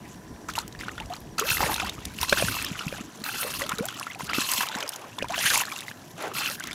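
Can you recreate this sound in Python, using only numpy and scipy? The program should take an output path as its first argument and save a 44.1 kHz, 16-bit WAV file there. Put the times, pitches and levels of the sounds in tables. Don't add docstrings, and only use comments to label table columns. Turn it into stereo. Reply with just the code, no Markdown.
import sys
import numpy as np
from scipy import signal
from scipy.io import wavfile
from scipy.ndimage import uniform_filter1d, map_coordinates

SR = 44100
rng = np.random.default_rng(int(sys.argv[2]) if len(sys.argv) > 2 else 0)


def dump_mix(stems):
    frames = np.atleast_2d(stems).T
    limited = np.clip(frames, -1, 1)
    pcm = np.round(limited * 32767).astype(np.int16)
    wavfile.write(sys.argv[1], SR, pcm)


def to_linear_factor(level_db):
    exponent = np.asarray(level_db, float) / 20
    return 10 ** exponent


N = 297234

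# [t/s, rise/s, fall/s, spray level at the crest/dB, mist over spray/dB,
# extra slosh/dB]
STROKES = [
    (1.437, 0.086, 0.05, -27.5, 3, 0),
    (1.575, 0.052, 0.12, -32, 0.5, 6.5),
    (2.201, 0.097, 0.33, -30, 0, 1.5),
    (3.237, 0.15, 0.24, -33, 2.5, 2.5),
    (4.188, 0.0068, 0.12, -38.5, -2, 0),
    (4.331, 0.084, 0.243, -29.5, -1, -2.5),
    (5.341, 0.19, 0.075, -23.5, -1, -0.5),
    (6.336, 0.072, 0.15, -33, 1.5, 4),
]
# [t/s, length/s, slosh level/dB, spray level/dB]
PATTER = [(0.077, 0.067, -69, -51.5), (0.485, 0.025, -41.5, -39.5), (0.556, 0.047, -36.5, -39.5),
          (0.79, 0.18, -46.5, -49.5), (0.973, 0.061, -45.5, -62), (1.098, 0.061, -41, -49),
          (1.38, 0.041, -24.5, -26.5), (1.757, 0.12, -32.5, -38), (1.897, 0.34, -49, -49),
          (2.65, 0.36, -41.5, -42.5), (3.02, 0.28, -52, -55), (3.172, .055, -64, -51),
          (3.644, 0.4, -41, -46), (3.969, 0.17, -47, -49), (4.279, 0.1, -32, -64), (4.612, 0.22, -33, -46),
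          (4.85, 0.11, -42.5, -45), (4.98, 0.53, -53.5, -53), (5.293, 0.05, -29.5, -37.5),
          (5.58, 0.15, -33.5, -43.5), (5.733, 0.17, -43.5, -45.5), (5.902, 0.29, -72, -54),
          (6.164, .11, -37, -43), (6.589, .2, -40.5, -47.5)]
# [t/s, half width/s, level/dB]
SURGES = [(1.433, 0.039, -8.5), (1.504, 0.044, 5.5), (1.557, 0.027, -3), (1.59, 0.0065, -10),
          (1.62, 0.024, 5), (2.27, 0.032, -7), (2.295, 0.018, 3), (2.39, 0.025, 6), (2.606, 0.0079, -2.5),
          (2.645, .01, 4.5), (3.26, 0.04, 5.5), (3.33, 0.042, -1.5), (3.451, 0.01, -5), (3.485, 0.0081, 1),
          (3.53, 0.013, -10.5), (3.583, 0.012, -8), (3.666, 0.0055, 11), (4.284, 0.0097, -8),
          (4.304, 0.014, 3.5), (4.325, .01, -7), (4.35, 0.011, 6.5), (4.42, .014, 3), (4.47, 0.021, -3),
          (4.493, 0.0069, 7), (4.522, 0.017, 7), (4.581, 0.011, 7), (4.61, 0.006, 9.5), (4.65, 0.016, -5),
          (5.3, 0.019, -6), (5.468, 0.026, 4), (5.55, 0.016, 6.5), (5.6, 0.0089, -2), (5.616, 0.0083, 5.5),
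          (6.175, .02, -11), (6.383, 0.024, 5.5), (6.567, 0.034, -8)]
# [t/s, left over right level/dB]
SWEEP_PAN = [(0.0, 6), (0.34, 1), (4.79, -0.5), (6.74, -1.5)]
# [f/Hz, level per Hz/dB]
SLOSH = [(350, -23), (600, 7.5), (950, -16), (1500, 2), (2700, 3.5), (4000, 1.5)]
# [f/Hz, level per Hz/dB]
SPRAY = [(2500, -1), (5000, -5.5), (8040, 0.5), (9300, -2.5), (11700, -6), (14700, -9)]
# [f/Hz, width/Hz, level/dB]
TONGS = [(1360, 90, -2), (2660, 60, 7), (4220, 70, 6), (4800, 60, 4), (5500, 70, 0), (8000, 110, 5),
         (11950, 130, 4), (13900, 130, 5)]
# [t/s, f/Hz]
WAKE = [(1.4, 1114), (1.52, 1494), (1.62, 883), (1.88, 963), (2.25, 1000), (2.6, 1173), (3.25, 1200),
        (3.32, 1577), (3.45, 1098), (4.3, 1250), (4.55, 1000), (4.8, 836), (5.33, 1050), (5.39, 620),
        (5.445, 1506), (5.5, 1793), (5.55, 1000), (5.7, 1105), (6.37, 1170), (6.5, 1530)]
# [t/s, peak level/dB, f/Hz]
PLOPS = [(1.382, -24, 1280), (1.483, -21, 2550), (1.504, -14.5, 2530), (1.57, -16.5, 1940),
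         (1.607, -17.5, 797), (1.63, -15, 930), (1.8, -18.5, 2450), (2.327, -6, 1485), (2.373, -18, 1490),
         (2.423, -23.5, 677), (2.484, -17.5, 1520), (2.618, -24.5, 2470), (3.431, -21, 2380),
         (3.539, -24.5, 2600), (3.611, -24.5, 1100), (3.619, -18.5, 1950), (4.333, -16.5, 2190),
         (4.386, -23.5, 1204), (4.581, -18, 3140), (4.607, -20, 1610), (1.001, -23, 2700),
         (5.464, -30, 1750), (5.535, -21, 1232), (5.558, -17.5, 2270), (6.369, -25, 2300),
         (6.411, -23, 1360), (6.46, -15, 2780), (6.475, -19.5, 2460)]
# [t/s, peak level/dB, f/Hz]
GURGLES = [(1.392, -7, 1335), (1.423, -16.5, 1100), (1.501, -13, 2650), (1.582, -19.5, 1210),
           (1.662, -14, 2220), (1.695, -15.5, 840), (1.78, -20, 1360), (1.819, -15.5, 1200),
           (1.872, -20.5, 1200), (2.247, -18, 1950), (2.403, -22.5, 630), (2.45, -20, 2630),
           (2.521, -20, 1260), (2.567, -20, 1020), (2.589, -24, 1570), (2.645, -17.5, 1750),
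           (3.263, -17, 1390), (3.639, -17.5, 3100), (3.664, -20, 1340), (3.701, -19.5, 1270),
           (4.196, -25, 960), (4.298, -17, 1340), (4.416, -17, 1670), (4.489, -10.5, 3000),
           (4.537, -18, 1000), (4.633, -14.5, 1086), (4.75, -14.5, 1520), (4.774, -19, 910),
           (5.38, -12.5, 2970), (5.503, -14, 1510), (5.62, -20, 930)]
# [t/s, peak level/dB, f/Hz]
TRICKLE = [(2.684, -35, 1601), (2.733, -28, 3110), (2.755, -21.5, 1430), (2.809, -18.5, 1310),
           (2.823, -26, 1380), (2.847, -35, 756), (2.908, -34, 1560), (2.949, -30, 795), (2.983, -31, 703),
           (3.011, -34, 1640), (3.219, -27, 4170), (3.829, -33, 760), (3.926, -24.5, 1390),
           (3.976, -23, 2760), (4.029, -17, 2660), (4.112, -23, 3350), (5.041, -27.5, 1120),
           (5.13, -28.5, 2660), (5.259, -26, 1000), (5.849, -34, 855), (6.654, -27, 2080),
           (6.673, -22, 1760)]
# [t/s, peak level/dB, f/Hz, left over right level/dB]
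DROPS = [(0.488, -25.5, 1315, -6), (0.554, -22.5, 2710, -14), (0.58, -20, 944, 4), (0.75, -32.5, 1750, -6),
         (0.81, -25.5, 1950, -4), (0.835, -27, 1540, -4), (0.883, -20.5, 1360, 2), (0.98, -27.5, 1420, 3),
         (1.981, -34, 1180, 4), (2.187, -21, 2730, -8), (2.231, -19, 975, 4), (2.792, -19, 2800, -4),
         (2.881, -22.5, 2560, 5), (3.692, -23, 1300, 0), (3.719, -19, 1330, 1), (3.789, -24, 1330, 0),
         (3.887, -26.5, 1430, 3.5), (4.011, -25.5, 1080, 2), (4.068, -23.5, 1320, 1),
         (4.148, -28, 2430, -3.5), (4.207, -24, 1000, 2), (4.827, -18, 2966, -3), (5.184, -24.5, 975, -1),
         (5.224, -20.5, 2690, -2.5), (5.244, -25.5, 965, 1), (5.882, -24.5, 1980, 0), (5.913, -28, 1622, 2),
         (6.316, -28.5, 1210, -9), (6.606, -27, 1540, 2), (6.711, -23, 2150, 0)]
# [t/s, peak level/dB, f/Hz, left over right level/dB]
TICKS = [(0.5367, -28, 3260, -2.0), (0.5869, -14.5, 4000, -2), (0.6787, -22.5, 7500, -3),
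         (0.7253, -30, 3800, -4.5), (1.1363, -24.5, 4040, 4), (1.3831, -17.5, 4470, -3),
         (1.3962, -8.5, 6500, -2.5), (1.7419, -16.5, 3640, 3.5), (1.7998, -17.5, 3480, 4.5),
         (1.8947, -15.5, 3540, 5.5), (2.0528, -20, 3640, -2), (2.2135, -11, 5570, -5),
         (2.23, -10.5, 3700, -5), (3.24, -19.5, 4100, -3.5), (3.6927, -16.5, 3700, 13.5),
         (3.784, -18.5, 3800, 1), (3.8545, -15.5, 7160, 10.5), (3.8625, -23, 7100, 6),
         (3.8854, -21, 3320, 2), (3.997, -20.5, 5100, 3), (4.805, -18, 5040, 4), (4.8912, -13.5, 5100, 9),
         (5.187, -18.5, 3450, 5), (5.3887, -18, 3140, -1.0), (5.5762, -10, 7200, 1),
         (5.7618, -23, 2750, -1.0), (5.8064, -22.5, 3630, 9), (6.5987, -21, 6500, -2.5),
         (6.6382, -23.5, 3180, 0), (6.6716, -20, 5830, -4), (6.73, -24.5, 3550, 0)]
# [t/s, peak level/dB, f/Hz]
SPATTER = [(0.7908, -28, 4600), (0.805, -28, 5140), (1.059, -33.5, 5000), (1.165, -26.5, 4520),
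           (1.2037, -32, 11600), (1.7622, -19, 3500), (1.846, -20, 8300), (1.8644, -27, 4740),
           (2.2951, -11.5, 4040), (2.6244, -18, 8300), (2.6467, -17.5, 5200), (2.6643, -22.5, 3650),
           (2.7272, -36, 7240), (3.676, -34, 3870), (3.7161, -29, 3507), (4.4064, -14.5, 4050),
           (4.5162, -11.5, 7900), (4.5356, -11, 4840), (4.6253, -15, 5800), (4.6688, -23, 8520),
           (4.687, -17, 3750), (4.716, -27, 3540), (4.751, -25, 3500), (4.767, -28, 7720),
           (4.786, -24, 5250), (4.8775, -20, 4860), (4.92, -30, 5500), (4.9347, -24.5, 3450),
           (4.9607, -25, 6840), (5.2844, -27.5, 3460), (5.322, -26, 3760), (5.359, -22, 3480),
           (5.502, -8, 3940), (5.6536, -24, 4140), (5.7219, -25, 3340), (5.7885, -26, 3660)]
# [t/s, peak level/dB, first f/Hz, last f/Hz, length/s]
GULPS = [(0.489, -27.5, 1100, 2950, 0.018), (3.446, -34.5, 450, 545, 0.041), (0.579, -27, 910, 960, 0.021),
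         (1.101, -27.5, 707, 750, 0.035), (1.129, -32, 720, 2400, 0.019), (1.412, -27, 410, 730, 0.0595),
         (3.616, -29, 542, 660, 0.045), (3.786, -27, 438, 870, 0.087), (5.297, -27.5, 660, 1500, 0.054),
         (4.1, -33, 2000, 3550, 0.028), (5.206, -30.5, 1700, 4200, 0.021), (1.826, -26.5, 720, 1200, 0.032),
         (4.157, -36.5, 750, 880, 0.022), (1.005, -32.5, 855, 980, .025), (6.5, -38, 550, 710, 0.029),
         (3.71, -27.5, 1000, 1200, 0.0275)]
# [t/s, peak level/dB, f/Hz]
SLAPS = [
    (0.488, -26, 1820),
    (1.606, -7, 1310),
    (3.432, -11, 2600),
    (4.334, -10.5, 2260),
    (5.381, -15, 2900),
    (5.505, -14, 4020),
    (5.558, -15, 2304),
    (6.5, -12, 5500),
]
# [t/s, peak level/dB, f/Hz]
PUSHES = [(1.513, -25, 131), (1.637, -22, 160), (2.439, -17, 177), (2.713, -20, 184), (2.865, -19, 173),
          (3.008, -22.5, 245), (3.215, -26, 248), (3.735, -25, 220), (3.806, -16.5, 222), (4.231, -25, 183),
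          (4.383, -12.5, 294), (4.586, -27, 238), (4.758, -24, 239.7), (5.311, -32, 205), (5.45, -29, 162)]
# [t/s, length/s, level/dB]
WASHES = [
    (1.593, 0.15, -30.5),
    (3.424, 0.11, -41.5),
    (4.715, 0.2, -40),
    (4.939, 0.16, -43.5),
    (6.178, 0.16, -34.5),
]
# [t/s, peak level/dB]
SHELL = [
    (2.325, -2),
    (2.33, -4),
    (2.424, -4.5),
    (2.926, -13),
    (5.225, -8.5),
]
# [f/Hz, level/dB, time to fall 60 dB/s]
BUCKET = [(561, 2, 0.026), (1600, -2.5, 0.0082), (2450, -6, 0.029), (3640, -25, .01)]
# [t/s, buffet level/dB]
GUST = [(0.0, -51.5), (1.24, -44.5), (1.43, -44), (1.5, -36.5), (1.95, -43.5), (2.21, -41), (2.27, -55),
        (2.48, -29.5), (2.61, -46), (3.12, -61.5), (3.4, -58), (3.81, -49), (4.09, -85), (4.28, -49),
        (4.99, -109), (5.22, -44), (5.61, -76), (6.74, -58)]
# [f/Hz, level per Hz/dB]
SHORE = [(400, -16), (700, 4.5), (1300, -12), (2600, -16.5), (4500, -14), (9000, -17), (16400, -25)]
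# [f/Hz, width/Hz, level/dB]
SHORE_BANDS = [(1000, 21, 8), (1715, 265, 8.5), (5800, 310, -1.5)]
# [t/s, f/Hz, level/dB]
WADER = [
    (2.03, 2750, -66),
    (2.07, 2300, -56),
    (2.11, 2200, -54),
    (2.15, 2600, -55),
    (2.185, 3100, -58),
]
# [f/Hz, likeness from -1 to 1]
LIKENESS = [(30, .6), (125, 0.7), (300, 0.66), (700, 0.75), (2000, 0.58), (5000, 0.69), (12000, 0.63)]

ATTACK_S, SLOSH_RELEASE_DB_PER_S, SPRAY_RELEASE_DB_PER_S = 0.0013, 337, 603
CALM_SLOSH_DB, CALM_SPRAY_DB = -56.5, -61
MIST_STEEPER, PATTER_MIST_DB = 0.067, -4
SWELL_DB_PER_S, SAG_DB = 53, 3
SLOSH_SWELLS, STROKE_SLOSH_DB = 0.52, -5.5
PATTER_SAG_DB_PER_S = 2.5
EDGEWISE_S = 5.47
WAKE_DB, WAKE_WIDTH_HZ = -11.5, 90
PORT_LAG, PORT_WANDER_PER_S = 1.1, 2.5
RUMBLE_DB, RUMBLE_FOLLOWS, RUMBLE_STIRRED_DB = -46.5, 0.19, -42
SHORE_DB = -44.5
INSECT_DB, INSECT_HZ, INSECT_FALL_HZ, INSECT_GAP_S = -62, 6400, 800, 0.064


def stir(s, length, shape_db, release):
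    out, i = np.zeros(N), int(s * SR)
    t = np.arange(min(N - i, int((length + 60 / release) * SR))) / SR
    level_db = shape_db(np.minimum(t, length)) - release * np.maximum(t - length, 0)
    attack = np.minimum(t / ATTACK_S, 1)
    out[i:i + len(t)] = to_linear_factor(2 * level_db) * attack ** 2
    return out


def stirring():
    slosh, spray = to_linear_factor(2 * CALM_SLOSH_DB), to_linear_factor(2 * CALM_SPRAY_DB)
    mist = to_linear_factor(2 * (CALM_SPRAY_DB + PATTER_MIST_DB))
    for s, rise, fall, spray_db, fine_db, deep_db in STROKES:
        length = rise + fall

        def crest(t):
            return np.interp(t, [0, rise, length], [-SWELL_DB_PER_S * rise, 0, -SAG_DB])

        def slosh_shape(t):
            return spray_db + STROKE_SLOSH_DB + deep_db + SLOSH_SWELLS * crest(t)

        def mist_shape(t):
            return spray_db + fine_db + (1 + MIST_STEEPER) * crest(t)

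        slosh = slosh + stir(s, length, slosh_shape, SLOSH_RELEASE_DB_PER_S)
        spray = spray + stir(s, length, lambda t: spray_db + crest(t), SPRAY_RELEASE_DB_PER_S)
        mist = mist + stir(s, length, mist_shape, SPRAY_RELEASE_DB_PER_S)

    def sag(t):
        return -PATTER_SAG_DB_PER_S * t

    for s, length, slosh_db, spray_db in PATTER:
        slosh = slosh + to_linear_factor(2 * slosh_db) * stir(s, length, sag, SLOSH_RELEASE_DB_PER_S)
        fine = to_linear_factor(2 * spray_db) * stir(s, length, sag, SPRAY_RELEASE_DB_PER_S)
        spray = spray + fine
        mist = mist + to_linear_factor(2 * PATTER_MIST_DB) * fine
    return 10 * np.log10([slosh, spray, mist])


def surges():
    out = np.zeros(N)
    for s, half, level_db in SURGES:
        i = np.arange(int((s - half * 2) * SR), int((s + half * 2) * SR))
        out[i] += level_db * np.exp(-2 * ((i / SR - s) / half) ** 2)
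    return out


def bubble_crowd():
    crowd, draw = np.zeros((2, N)), rng.random((1900, 6))
    pockets_hz = np.interp(draw[:, 0] * N / SR, *np.transpose(WAKE))
    for pocket_hz, (when, size, loud, rise, place, ring) in zip(pockets_hz, draw):
        hz = pocket_hz * (.88 + size) if size < .25 else 380 * 18 ** size
        level_db = -3.2 * np.log(loud + .2) + .5 * at_hz(SLOSH, min(hz, 3100))
        level_db -= 5.0 * max(np.log2(hz / 3000), 0)
        sound = bubble(hz, 3.0 + 7.0 * ring ** 3, .32 * rise - .05)
        add(crowd, when * N / SR, to_linear_factor(level_db) * sound, 18.0 * (place - .5))
    return rms_one(crowd)


def sweeps(slosh_db, spray_db, mist_db):
    sparse = np.clip((-33 - spray_db) / 10, .25, 1)
    surge_db = 1.5 * drift(45)
    clumps = np.minimum(rng.exponential(1, (2, 1, N)), 6)
    white = rng.standard_normal((2, 2, N)) * to_linear_factor(3.0 * sparse * clumps)
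    white = white / np.sqrt(uniform_filter1d(white ** 2, size=8000))
    rush = banded(white, SLOSH, 314, 3550, patchy_db=6.0, flicker=7.0)
    slosh = to_linear_factor(slosh_db + surge_db) * (to_linear_factor(-8.5) * rush + to_linear_factor(-5.0) * bubble_crowd())

    spatter_db = .5 * surge_db + sparse * (2.5 * drift(70) + 3.5 * drift(260))
    spray = banded(white[::-1, :, ::-1], SPRAY, 2500, 8000, patchy_db=2.8, flicker=50)
    mist = banded(white[:, :, ::-1], SPRAY, 8230, 16540, patchy_db=3.5, flicker=28)
    fine = to_linear_factor(spatter_db) * (to_linear_factor(spray_db - 3) * spray + to_linear_factor(mist_db - 3) * mist)
    water = to_linear_factor(2.0) * high_pass(slosh, 570) + fine

    immersed = np.clip((mist_db + 48) / 12, 0, 1)
    immersed = immersed * np.clip(np.abs(np.arange(N) / SR - EDGEWISE_S) * 2, .3, 1)
    ringing = resonate(water, TONGS) - water
    return sides(in_time(SWEEP_PAN)[0]) * (water + immersed * ringing)


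def wake(slosh_db, spray_db):
    r = np.exp(-np.pi * WAKE_WIDTH_HZ / SR)
    flutter = signal.lfilter([1 - r], [1, -r], rng.standard_normal((2, N)))
    hz = in_time(WAKE)[0] * (1 + .05 * drift(15))
    turn = 2 * np.pi * np.cumsum(hz) / SR
    hum = rms_one(flutter[0] * np.cos(turn) + flutter[1] * np.sin(turn))
    cutting = np.clip((spray_db + 40) / 8, 0, 1)
    return cutting * to_linear_factor(slosh_db + WAKE_DB + 6.7 * drift(27)) * hum


def ports(x):
    at = np.arange(N) + PORT_LAG * drift(PORT_WANDER_PER_S)
    return np.array([x[0], map_coordinates(x[1], [at], order=3, mode="nearest")])


def bubble(hz, cycles, rise):
    t = np.arange(int(5 * cycles / hz * SR) + 8) / SR
    tau = cycles / hz
    return np.sin(2 * np.pi * hz * (t + rise * t * t / (4 * tau))) * np.exp(-t / tau)


def crack(decay_s, hz):
    noise = rng.standard_normal(900)
    band = signal.butter(1, [hz, min(2.5 * hz, 16000)], "band", fs=SR, output="sos")
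    u = np.arange(len(noise)) / (decay_s * SR)
    slap = signal.sosfilt(band, noise * np.minimum(2 * u, 1) * np.exp(-u))
    return slap / np.abs(slap).max()


def drops():
    out = np.zeros((2, N))
    softer = [(s, peak_db - 7.5, hz) for s, peak_db, hz in GURGLES + TRICKLE]
    near_tongs = [(s, peak_db, hz, -1.5 + 3.0 * np.sin(70 * s)) for s, peak_db, hz in PLOPS + softer]
    for s, peak_db, hz, pan_db in DROPS + near_tongs:
        draw = rng.random(8)
        ring = bubble(hz, 3.5 + 3.0 * draw[0], .16 * draw[1] - .02)
        add(out, s, to_linear_factor(peak_db + 1.5) * ring, pan_db)
        add(out, s, to_linear_factor(peak_db - 8.5) * crack(0.003, 1.6 * hz), pan_db)
        for late, higher, place in draw[2:].reshape(2, 3):
            small = bubble(hz * (1.2 + 1.2 * higher), 4.0, .12)
            add(out, s + .012 * late, to_linear_factor(peak_db - 6) * small, pan_db + 8.0 * (place - .5))
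    return out


def ticks():
    out = np.zeros((2, N))
    spatter = [(s, peak_db, hz, 4.0 * np.sin(50 * s)) for s, peak_db, hz in SPATTER]
    for s, peak_db, hz, pan_db in TICKS + spatter:
        ring = bubble(hz, 4.0 + 7.0 * rng.random(), 0.1 * rng.random())
        add(out, s, to_linear_factor(peak_db - 3) * ring, pan_db)
        add(out, s, to_linear_factor(peak_db - 1.0) * crack(0.002, hz), pan_db)
    return out


def gulps():
    out = np.zeros((2, N))
    for s, peak_db, first_hz, last_hz, length in GULPS:
        u = np.arange(int(length * SR)) / (length * SR)
        hz = first_hz + (last_hz - first_hz) * u ** 2.0
        shape = np.minimum(30 * u, 1) * np.exp(-1.2 * u) * np.minimum(6 * (1 - u), 1)
        wobble = 1 + .35 * np.sin(2 * np.pi * u * length * 70 + 9 * s)
        add(out, s, to_linear_factor(peak_db) * shape * wobble * np.sin(2 * np.pi * np.cumsum(hz) / SR), 0)
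    return out


def slaps():
    out = np.zeros((2, N))
    for s, peak_db, hz in SLAPS:
        add(out, s, to_linear_factor(peak_db) * bubble(hz, 1.0, 0), 0)
    return out


def pushes():
    out = np.zeros((2, N))
    for s, peak_db, hz in PUSHES:
        push = bubble(hz, .95, -.1)
        soft_start = np.minimum(np.arange(len(push)) * hz / SR / .6, 1)
        add(out, s, to_linear_factor(peak_db + 3) * push * soft_start, 22.0 * (rng.random() - .5))
    return out


def boots():
    t, shape = np.arange(N) / SR, np.zeros(N)
    for s, length, level_db in WASHES:
        shape += to_linear_factor(level_db) * np.sin(np.pi * np.clip((t - s) / length, 0, 1)) ** 0.44
    color = [(250, -7.5), (600, 0.0), (1200, -6.5), (4000, -19.5)]
    return shape * banded(rng.standard_normal((2, 2, N)), color, 250, 4000, patchy_db=4.0, flicker=18)


def shell_knocks():
    out, t = np.zeros((2, N)), np.arange(3000) / SR
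    hit = 0
    for hz, level_db, t60 in BUCKET:
        hit = hit + to_linear_factor(level_db - 7.4 * 9.3 * t / t60) * np.sin(2 * np.pi * hz * t)
    for s, peak_db in SHELL:
        add(out, s, to_linear_factor(peak_db - 11.0) * hit, -1.5)
    return out


def wind(slosh_db):
    buffet_db, = in_time(GUST)
    wind_rumble_db = RUMBLE_DB + RUMBLE_FOLLOWS * (buffet_db - buffet_db.mean())
    rumble_db = 10 * np.log10(to_linear_factor(2 * wind_rumble_db) + to_linear_factor(2 * (slosh_db + RUMBLE_STIRRED_DB)))
    white = rng.standard_normal((2, 2, N))
    lumps_db = 2.0 * drift(10)
    buffet_color = [(20, -18), (50, 16.0), (130, 10.5)]
    rumble_color = [(120, -3.5), (250, -3.0), (450, -12.0)]
    buffet = banded(white, buffet_color, 8.4, 135, patchy_db=-3.5, flicker=2.7)
    rumble = banded(white[::-1], rumble_color, 90.0, 456, patchy_db=3.0, flicker=21.5)
    buffet = buffet * sides(9.0 * drift(4))
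    rumble = rumble * sides(6.0 * drift(8))
    return to_linear_factor(buffet_db + lumps_db - 2.0) * buffet + to_linear_factor(rumble_db + 0.4 * lumps_db) * rumble


def shore():
    hiss = banded(rng.standard_normal((2, 2, N)), SHORE, 400, 16400, patchy_db=.7, flicker=6)
    return to_linear_factor(SHORE_DB - 8.5) * resonate(hiss, SHORE_BANDS)


def insects():
    out, u = np.zeros((2, N)), np.linspace(0, 1, 1800)
    for k, (late, shift, loud) in enumerate(rng.random((105, 3))):
        hz = INSECT_HZ * (1 - 0.0495 * shift) - INSECT_FALL_HZ * u
        chirp = np.sin(np.pi * u) * np.sin(2 * np.pi * np.cumsum(hz) / SR)
        add(out, (k + .15 * late) * INSECT_GAP_S + .016, to_linear_factor(INSECT_DB + 6 * loud) * chirp, -2.5)
    return out


def bird():
    hz, level_db = in_time(WADER)
    t = np.arange(N) / SR
    singing = np.clip(np.minimum(t - WADER[0][0], WADER[-1][0] - t) / .01, 0, 1)
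    return singing * to_linear_factor(level_db) * np.sin(2 * np.pi * np.cumsum(uniform_filter1d(hz, size=900)) / SR)


def rms_one(x):
    return x / np.sqrt(np.mean(x ** 2) + 1e-20)


def in_time(rows):
    s, *columns = np.transpose(rows)
    return [np.interp(np.arange(N) / SR, s, c) for c in columns]


def at_hz(points, hz):
    points_hz, values = np.transpose(points)
    return np.interp(np.log(hz), np.log(points_hz), values)


def drift(rate):
    r = np.exp(-40 * np.pi * rate / SR)
    noise = rng.standard_normal(N // 20 + 2002)
    slow = signal.lfilter([1], [1, -2 * r, r * r], noise)[2000:]
    return np.interp(np.arange(N) / 20, np.arange(len(slow)), rms_one(slow))


def sides(pan_db):
    return to_linear_factor(np.array([.5 * pan_db, -.5 * pan_db]))


def add(out, s, sound, pan_db):
    for channel, gain in enumerate(sides(pan_db)):
        i = max(int(s * SR + (channel - .5) * .45 * pan_db), 0)
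        part = sound[:max(N - i, 0)]
        out[channel, i:i + len(part)] += gain * part


def banded(white, spectrum, low_hz, high_hz, patchy_db, flicker):
    out = 0
    edges = np.geomspace(low_hz, high_hz, int(2 * np.log2(high_hz / low_hz)) + 2)
    for k, (low, high) in enumerate(zip(edges, edges[1:])):
        band = signal.butter(2, [low, high], "band", fs=SR, output="sos")
        mid, side = signal.sosfilt(band, white[k % 2])
        hz = np.sqrt(low * high)
        alike = np.clip(at_hz(LIKENESS, hz), -1, 1)
        gain = to_linear_factor(at_hz(spectrum, hz) + patchy_db * drift(flicker))
        out = out + gain * (np.sqrt(1 + alike) * mid + np.sqrt(1 - alike) * side * [[1], [-1]])
    return rms_one(out)


def high_pass(x, hz):
    return signal.sosfilt(signal.butter(2, hz, "high", fs=SR, output="sos"), x)


def resonate(x, peaks):
    for hz, width, level_db in peaks:
        r = np.exp(-np.pi * width / SR)
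        feedback = [1, -2 * r * np.cos(2 * np.pi * hz / SR), r * r]
        x = x + to_linear_factor(level_db) * signal.lfilter([(1 - r * r) / 2, 0, (r * r - 1) / 2], feedback, x)
    return x


def scene():
    levels_db = stirring() + surges()
    slosh_db, spray_db, mist_db = levels_db
    raked = ports(sweeps(slosh_db, spray_db, mist_db) + wake(slosh_db, spray_db))
    falling = high_pass(drops() + ticks() + gulps(), 185)
    shoved = slaps() + pushes() + boots() + shell_knocks()
    background = wind(slosh_db) + shore() + insects() + bird()
    return raked + falling + shoved + background


def band_limit(x):
    return signal.sosfilt(signal.butter(12, 16640, fs=SR, output="sos"), x)


def record(dry):
    top_cut = signal.cheby2(10, 60, 16750, fs=SR, output="sos")
    return band_limit(signal.sosfilt(top_cut, dry))


dry = scene()
out = record(dry)
dump_mix(out)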